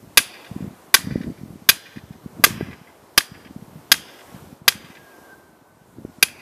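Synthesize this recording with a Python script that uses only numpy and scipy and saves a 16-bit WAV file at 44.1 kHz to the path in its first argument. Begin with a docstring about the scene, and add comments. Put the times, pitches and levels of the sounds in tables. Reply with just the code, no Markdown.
"""Hammering a steel stake in a field

Open countryside, one camera microphone a few metres from the stake, overloading on each of eight blows.
The hand-held steel rings briefly, the hammer rebounds, and houses and a van throw the blow back.
Wind rumbles and pops on the capsule; late on, a far engine whine sinks in pitch over the hush."""
import sys
import numpy as np
from scipy import signal
from scipy.io import wavfile
from scipy.ndimage import uniform_filter1d

SR = 44100
rng = np.random.default_rng(int(sys.argv[2]) if len(sys.argv) > 2 else 0)


def int16_out(signal):
    """Quantize to a 16-bit WAV file."""
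    q = np.round(np.clip(np.atleast_2d(signal).T, -1, 1) * 32767)
    wavfile.write(sys.argv[1], SR, q.astype(np.int16))


N = 282681
T = np.arange(N) / SR


def undb(db):
    return 10 ** (np.asarray(db) / 20)


def unit_rms(x):
    return x / np.sqrt(np.mean(x ** 2))


def band(x, lo_hz, hi_hz, order=2):
    return signal.sosfilt(signal.butter(order, [lo_hz, hi_hz], "bandpass", fs=SR, output="sos"), x)


def fade(t, t60):
    return np.exp(-np.log(1000) * t / t60)


def add(out, x, start_s):
    i = int(start_s * SR)
    out[i:i + len(x)] += x[:N - i]


def wander(rate_hz):
    """Random levels held for 1 / rate_hz seconds and smoothed twice; spread near 1."""
    hold = int(SR / rate_hz)
    steps = np.repeat(rng.standard_normal(N // hold + 1), hold)
    return 1.3 * uniform_filter1d(uniform_filter1d(steps, hold), hold)[:N]


# hush at the microphone, with the lingering echo of some blows: (time [s], level [dB], treble lift [dB])
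HUSH_LEVELS = [(0.0, -56, 8), (0.4, -48, 4), (0.9, -52, 6), (1.3, -54.5, 8), (2.2, -53.5, 5.5),
               (2.521, -47.5, 3.5), (2.8, -52.5, 3), (3.6, -53, 5.5), (4.36, -47.5, 6), (4.52, -52, 6.5),
               (4.62, -54, 1), (4.75, -52, 6.5), (5.25, -49.5, 4), (5.55, -55.5, 2.5), (5.75, -58, 3.5),
               (6.0, -56, 6), (6.41, -52, 5)]
# its spectrum: (frequency [Hz], relative density [dB])
HUSH_SPECTRUM = [(200, -12), (320, 0), (550, -4), (800, -2), (1150, -7.5), (1500, -16), (2200, -23),
                 (4000, -26.5), (8000, -28), (14500, -27.5)]


def hush():
    """Background hush and hiss in half-octave bands, swelling with the lingering echo after some blows."""
    times, level_db, treble_db = np.transpose(HUSH_LEVELS)
    level_db, treble_db = np.interp(T, times, level_db), np.interp(T, times, treble_db)
    spectrum_hz, density_db = np.transpose(HUSH_SPECTRUM)
    out = 0
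    for hz in 240 * 2 ** np.arange(0, 6.1, .5):
        band_db = np.interp(np.log(hz), np.log(spectrum_hz), density_db) + 10 * np.log10(hz / 1000)
        lift_db = treble_db * np.clip(np.log2(hz / 1000), 0, 1)
        flicker_db = wander(20)
        noise = unit_rms(band(rng.standard_normal(N), hz / 2 ** .25, hz * 2 ** .25))
        out = out + undb(band_db + flicker_db + lift_db) * noise
    return out * undb(level_db - 0.5)


# gusts reaching the microphone: (start [s], length [s], rumble level [dB])
WIND_GUSTS = [(0, 0.11, -53), (.51, 0.18, -45), (1.03, .28, -40), (1.41, 0.15, -50), (1.686, 0.033, -49),
              (1.977, 0.37, -55), (2.36, .35, -43), (3.297, 0.73, -54), (4.335, .15, -53),
              (4.678, 0.17, -52), (5.948, 0.15, -50), (6.22, 0.11, -55)]


def gusts(calm_db=-60, rise_s=.015, fall_s=.03):
    """Gain of the wind rumble: each gust rises quickly, holds and dies away."""
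    gain = undb(calm_db)
    for start, length, db in WIND_GUSTS:
        rise = 1 / (1 + np.exp(np.clip((start - T) / rise_s, -50, 50)))
        fall = np.exp(-np.maximum(T - start - length, 0) / fall_s)
        gain = gain + undb(db) * rise * fall
    return gain


# loud wind pops, right on the capsule: (time [s], level [dB], pitch [Hz])
LOUD_POPS = [(0.039, -34, 172), (0.202, -27.5, 245), (0.516, -22, 158.7), (0.564, -16, 225),
             (0.608, -20, 228.5), (0.626, -19, 160), (0.645, -20.5, 208), (0.666, -24.5, 252),
             (0.677, -22, 147), (0.733, -34, 200), (0.99, -29, 210), (1.01, -32, 210), (1.044, -25, 148),
             (1.073, -15, 202), (1.112, -17.5, 198.2), (1.123, -17, 164.4), (1.159, -10, 240),
             (1.179, -21, 200.3), (1.209, -16, 208), (1.245, -20, 249), (1.27, -19, 233),
             (1.28, -22.5, 286.3), (1.302, -20, 260), (1.415, -27, 170), (1.436, -23, 191),
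             (1.46, -29.5, 217), (1.506, -26.5, 168.3), (1.538, -33, 173.9), (1.623, -31.5, 199),
             (1.962, -30.5, 179), (1.973, -22, 222), (2.039, -31, 147), (2.109, -24.5, 164.5),
             (2.262, -20, 197), (2.398, -22.5, 221), (2.425, -31, 185), (2.468, -16.5, 405),
             (2.478, -21.5, 350), (2.508, -20, 189.7), (2.543, -25, 157), (2.579, -25, 180),
             (2.611, -13, 320), (2.628, -17, 157), (2.655, -33, 215), (2.671, -27.5, 185),
             (2.693, -32, 218), (2.707, -33, 182), (2.816, -34, 166.5), (3.32, -29, 154.4),
             (3.51, -27, 237), (3.564, -22.5, 202), (3.625, -30, 184), (3.759, -30, 154), (3.939, -30, 239),
             (4.347, -29, 157), (4.426, -29.5, 143), (4.529, -29, 197), (4.619, -32, 171),
             (4.756, -29, 185), (4.903, -34, 198.6), (5.187, -34.5, 364), (5.986, -28, 263.7),
             (6.051, -19.5, 295), (6.186, -32.5, 213.4)]


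def wind_pops(gust, small_count=170, over_rumble_db=11, small_centre_hz=185):
    """Eddies knock the membrane for a cycle or two; small knocks fall at random among the loud ones."""
    place, size, pitch = rng.random((small_count, 3)).T
    crowding = np.cumsum(gust ** .4)  # eddies crowd into the gusts
    small_s = np.clip(np.interp(place, crowding / crowding[-1], T), .03, T[-1])
    small_db = 20 * np.log10(np.interp(small_s, T, gust)) + over_rumble_db + 12 * (size - .5)
    small_hz = small_centre_hz * 2 ** (.8 * (pitch - .5))
    out = np.zeros(N)
    t = np.arange(-int(.02 * SR), int(.02 * SR)) / SR
    for time, db, hz in [*LOUD_POPS, *zip(small_s, small_db, small_hz)]:
        polarity, phase = rng.standard_normal(2)
        cycles = hz * t + 0.22
        width = np.where(cycles < 0, .3, .9)  # a quick push, then the membrane swings back and settles
        knock = np.exp(-np.abs(cycles / width) ** 1.9) * np.cos(2 * np.pi * cycles + .5 * phase)
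        add(out, np.sign(polarity) * undb(db) * knock, time + t[0])
    return out + 1.8 * out ** 2  # a hard push bends the membrane unevenly and sharpens the knock


def wind():
    """Wind on the microphone: pops over a throbbing rumble that follows the gusts."""
    gust = gusts()
    pops = wind_pops(gust)
    rumble = unit_rms(band(rng.standard_normal(N), 64, 300))
    rumble += undb(-10) * unit_rms(band(rng.standard_normal(N), 30, 120))
    throb = undb(2.5 * wander(50))
    return band(pops + rumble * gust * throb, 56, 2000, order=3)  # the capsule sheds the deep bass


# modes of stake and hammer head:
# (frequency [Hz], level [dB], t60 [s], share that rings on in the grip of hand and soil [dB])
STEEL_MODES = [(1144, -4.5, 0.095, -29.5), (1591.5, 1, 0.093, -26), (1886, -1, 0.049, -27.5),
               (2018, -2.5, 0.087, -26), (2342, -4, 0.17, -27), (2522.5, -3.5, 0.24, -27.5),
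               (2730, -10, 0.033, -30.5), (2877, -6, 0.099, -24.5), (3248, -4.5, 0.32, -28),
               (3466, -4.5, 0.16, -30), (3726, -5, 0.14, -27), (4019, -4.5, 0.077, -27.5),
               (4076, -11, 0.17, -29.5), (4312, -8, 0.14, -28.5), (4620, -6.5, .1, -32),
               (4830, -1, .7, -39), (5310, -6, .12, -26), (5920, -5, .12, -28), (6450, -9, .18, -22),
               (9830, -13, 0.039, -27), (10280, -11, .15, -18), (10500, -9, .2, -15), (10745, -6, .14, -21),
               (11620, -12, 0.044, -21.5), (11980, -9.5, 0.11, -23), (11800, -19, 0.033, -21.5),
               (13280, -7.5, 0.067, -24), (12680, -11, 0.058, -22.5), (14850, -10.5, 0.14, -22.5)]


def blow(low_db, mid_db, upper_db, treble_db, ping_db, bend_ratio, free_ring_s, thud_db):
    """Steel on steel rings and cracks until hand and soil choke it; brackets rattle, the soil thuds."""
    t = np.arange(int(.4 * SR)) / SR
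    choke = np.exp(-(t / free_ring_s) ** 2.4)
    ring = 0
    for hz, db, t60, gripped_db in STEEL_MODES:
        scatter, detune, phase = rng.standard_normal(3)
        # each blow favours other modes
        db += 1.5 * scatter + low_db * (hz < 1300)
        db += mid_db * (2150 < hz < 2800) + upper_db * (2800 < hz < 6200)
        db += ping_db if 10000 < hz < 11000 else treble_db * (hz > 6200)
        # the lower modes ring slightly higher or lower on each blow
        hz *= (bend_ratio if hz < 2800 else 1) * (1 + .003 * detune)
        # loose brackets chatter against the shaft and blur every mode
        blur_hz = min(.013 * hz, 45)
        chatter = np.cumsum(rng.standard_normal(len(t))) * np.sqrt(2 * np.pi * blur_hz / SR)
        envelope = undb(db) * fade(t, t60) * (choke + undb(gripped_db))
        ring = ring + envelope * np.sin(2 * np.pi * hz * t + 1.5 * phase + chatter)
    noise = rng.standard_normal((4, len(t)))
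    crack = undb(1.5) * band(noise[0], 1500, 6000)
    crack += undb(4 + treble_db) * band(noise[1], 11000, 14500, order=1)
    rattle = undb(-15) * band(noise[2], 910, 10000, order=1) * fade(t, 0.22)
    thud = undb(thud_db) * unit_rms(band(noise[3], 60, 420, order=1)) * fade(t, 0.043)
    attack = np.minimum(t / .0006, 1)
    return undb(-4) * (ring + crack * choke + rattle) * attack + thud


# houses and a van, as their echoes reach the microphone: (delay [s], level [dB], smear [s])
WALL_ECHOES = [(.06, -38, 0.017), (0.163, -34, 0.025), (.22, -39.5, 0.036), (.270, -37, 0.007),
               (0.289, -39, 0.006), (0.431, -47, 0.025)]


def echoes(hit, crack_s=.002):
    """Rough walls smear and dull each echo; trees and far roofs give a scattered tail."""
    t = np.arange(int(.8 * SR)) / SR
    tail = undb(-56) * rng.standard_normal(len(t)) * fade(t, 1.09) * np.minimum(t / 0.022, 1)
    walls = 0
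    for delay, db, smear in WALL_ECHOES:
        shape = np.where(t > delay, np.exp(-np.maximum(t - delay, 0) / smear), 0)
        walls = walls + undb(db) * rng.standard_normal(len(t)) * shape / np.sqrt(np.sum(shape ** 2))
    # only the first crack feeds the scattered tail, so it sounds diffuse and unpitched
    crack = hit * np.exp(-(t[:len(hit)] / crack_s) ** 2)
    from_walls = signal.fftconvolve(hit, band(walls, 1600, 2500, order=1))
    scattered = signal.fftconvolve(crack, band(tail, 930, 4400, order=1))
    return from_walls + scattered


# hammer blows: (time [s], force [dB], lowest mode [dB], middle modes [dB], upper modes [dB],
# treble [dB], head ping [dB], bending pitch [ratio], free ring [s], thud [dB], rebound delay [s])
HAMMER_BLOWS = [(0.173, 2.5, 0, 1, 0.5, -1, 2, 1.03, 0.01, -15, 0.015),
                (0.9415, 2, 2.5, -2, 0.5, 0, 1, 0.97, 0.0097, -15.5, 0.024),
                (1.6896, 0.5, -4, 1, .5, 1.5, 0, 0.99, .012, -21.5, .026),
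                (2.4392, 3.5, 3, -2, -4.5, 0, -5.5, 1.03, 0.01, -17, 0.024),
                (3.177, -3, 4, -2, .5, -3, 1, 1.033, 0.01, -9, 0.029),
                (3.917, -1, -3.5, -2.5, 2, 2, -1, 1.02, .0095, -21.5, 0.023),
                (4.6795, -2.5, -1, -0.5, 1, 0, -2.5, 1.016, .010, -16.5, 0.043),
                (6.2266, -5.5, -41, 7, 2, 0.5, 4, 1.01, 0.0093, -14, 0.057)]


def hammering(rebound_db=-7, rebound_db_per_s=-500):
    """Each blow from a few metres off, direct and echoed; the head rebounds and taps once more."""
    out = np.zeros(N)
    for time, force_db, *timbre, free_ring_s, thud_db, rebound_s in HAMMER_BLOWS:
        hit = undb(force_db) * blow(*timbre, free_ring_s, thud_db)
        add(out, hit, time)
        tap = band(blow(*timbre, free_ring_s=0.0062, thud_db=-60.5), 1100, 2700, order=1)
        tap_db = rebound_db + rebound_db_per_s * rebound_s  # the later the tap, the softer
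        add(out, undb(tap_db) * tap, time + rebound_s)
        add(out, echoes(hit), time)
    return out


# the far engine, as heard from the field: (time [s], level [dB])
ENGINE_LEVELS = [(4.93, -72), (4.97, -55.5), (5.12, -54), (5.21, -64), (5.3, -48.5), (5.4, -61), (5.6, -68),
                 (6.0, -67.5), (6.12, -62.5), (6.22, -70)]


def engine_whine(start_s=4.95, start_hz=1656, sag_hz_per_s=190):
    """A far engine tone that sinks as it passes; moving air makes it waver."""
    hz = start_hz - sag_hz_per_s * (T - start_s)
    waver = 1 + 0.02 * wander(120) + .008 * wander(15)
    phase = 2 * np.pi * np.cumsum(hz * waver) / SR
    level_db = np.interp(T, *np.transpose(ENGINE_LEVELS), left=-120, right=-120)
    return np.sqrt(2) * undb(level_db + 3.5 * wander(45)) * np.sin(phase)


def scene():
    """The field at one microphone, the same in both channels."""
    sound = hush() + wind() + hammering() + engine_whine()
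    return np.array([sound, sound])


def record(dry, shelf_hz=14550, cutoff_hz=15547):
    """The microphone input clips flat on the blows; the top is shelved down, then cut."""
    clipped = np.clip(dry, -.9, .9)
    below_shelf = signal.sosfiltfilt(signal.ellip(8, .1, 45, shelf_hz, fs=SR, output="sos"), clipped)
    shelved = np.clip(below_shelf + undb(-24) * (clipped - below_shelf), -.97, .97)
    return signal.sosfiltfilt(signal.ellip(8, .1, 40, cutoff_hz, fs=SR, output="sos"), shelved)


dry = scene()
out = record(dry)
int16_out(out)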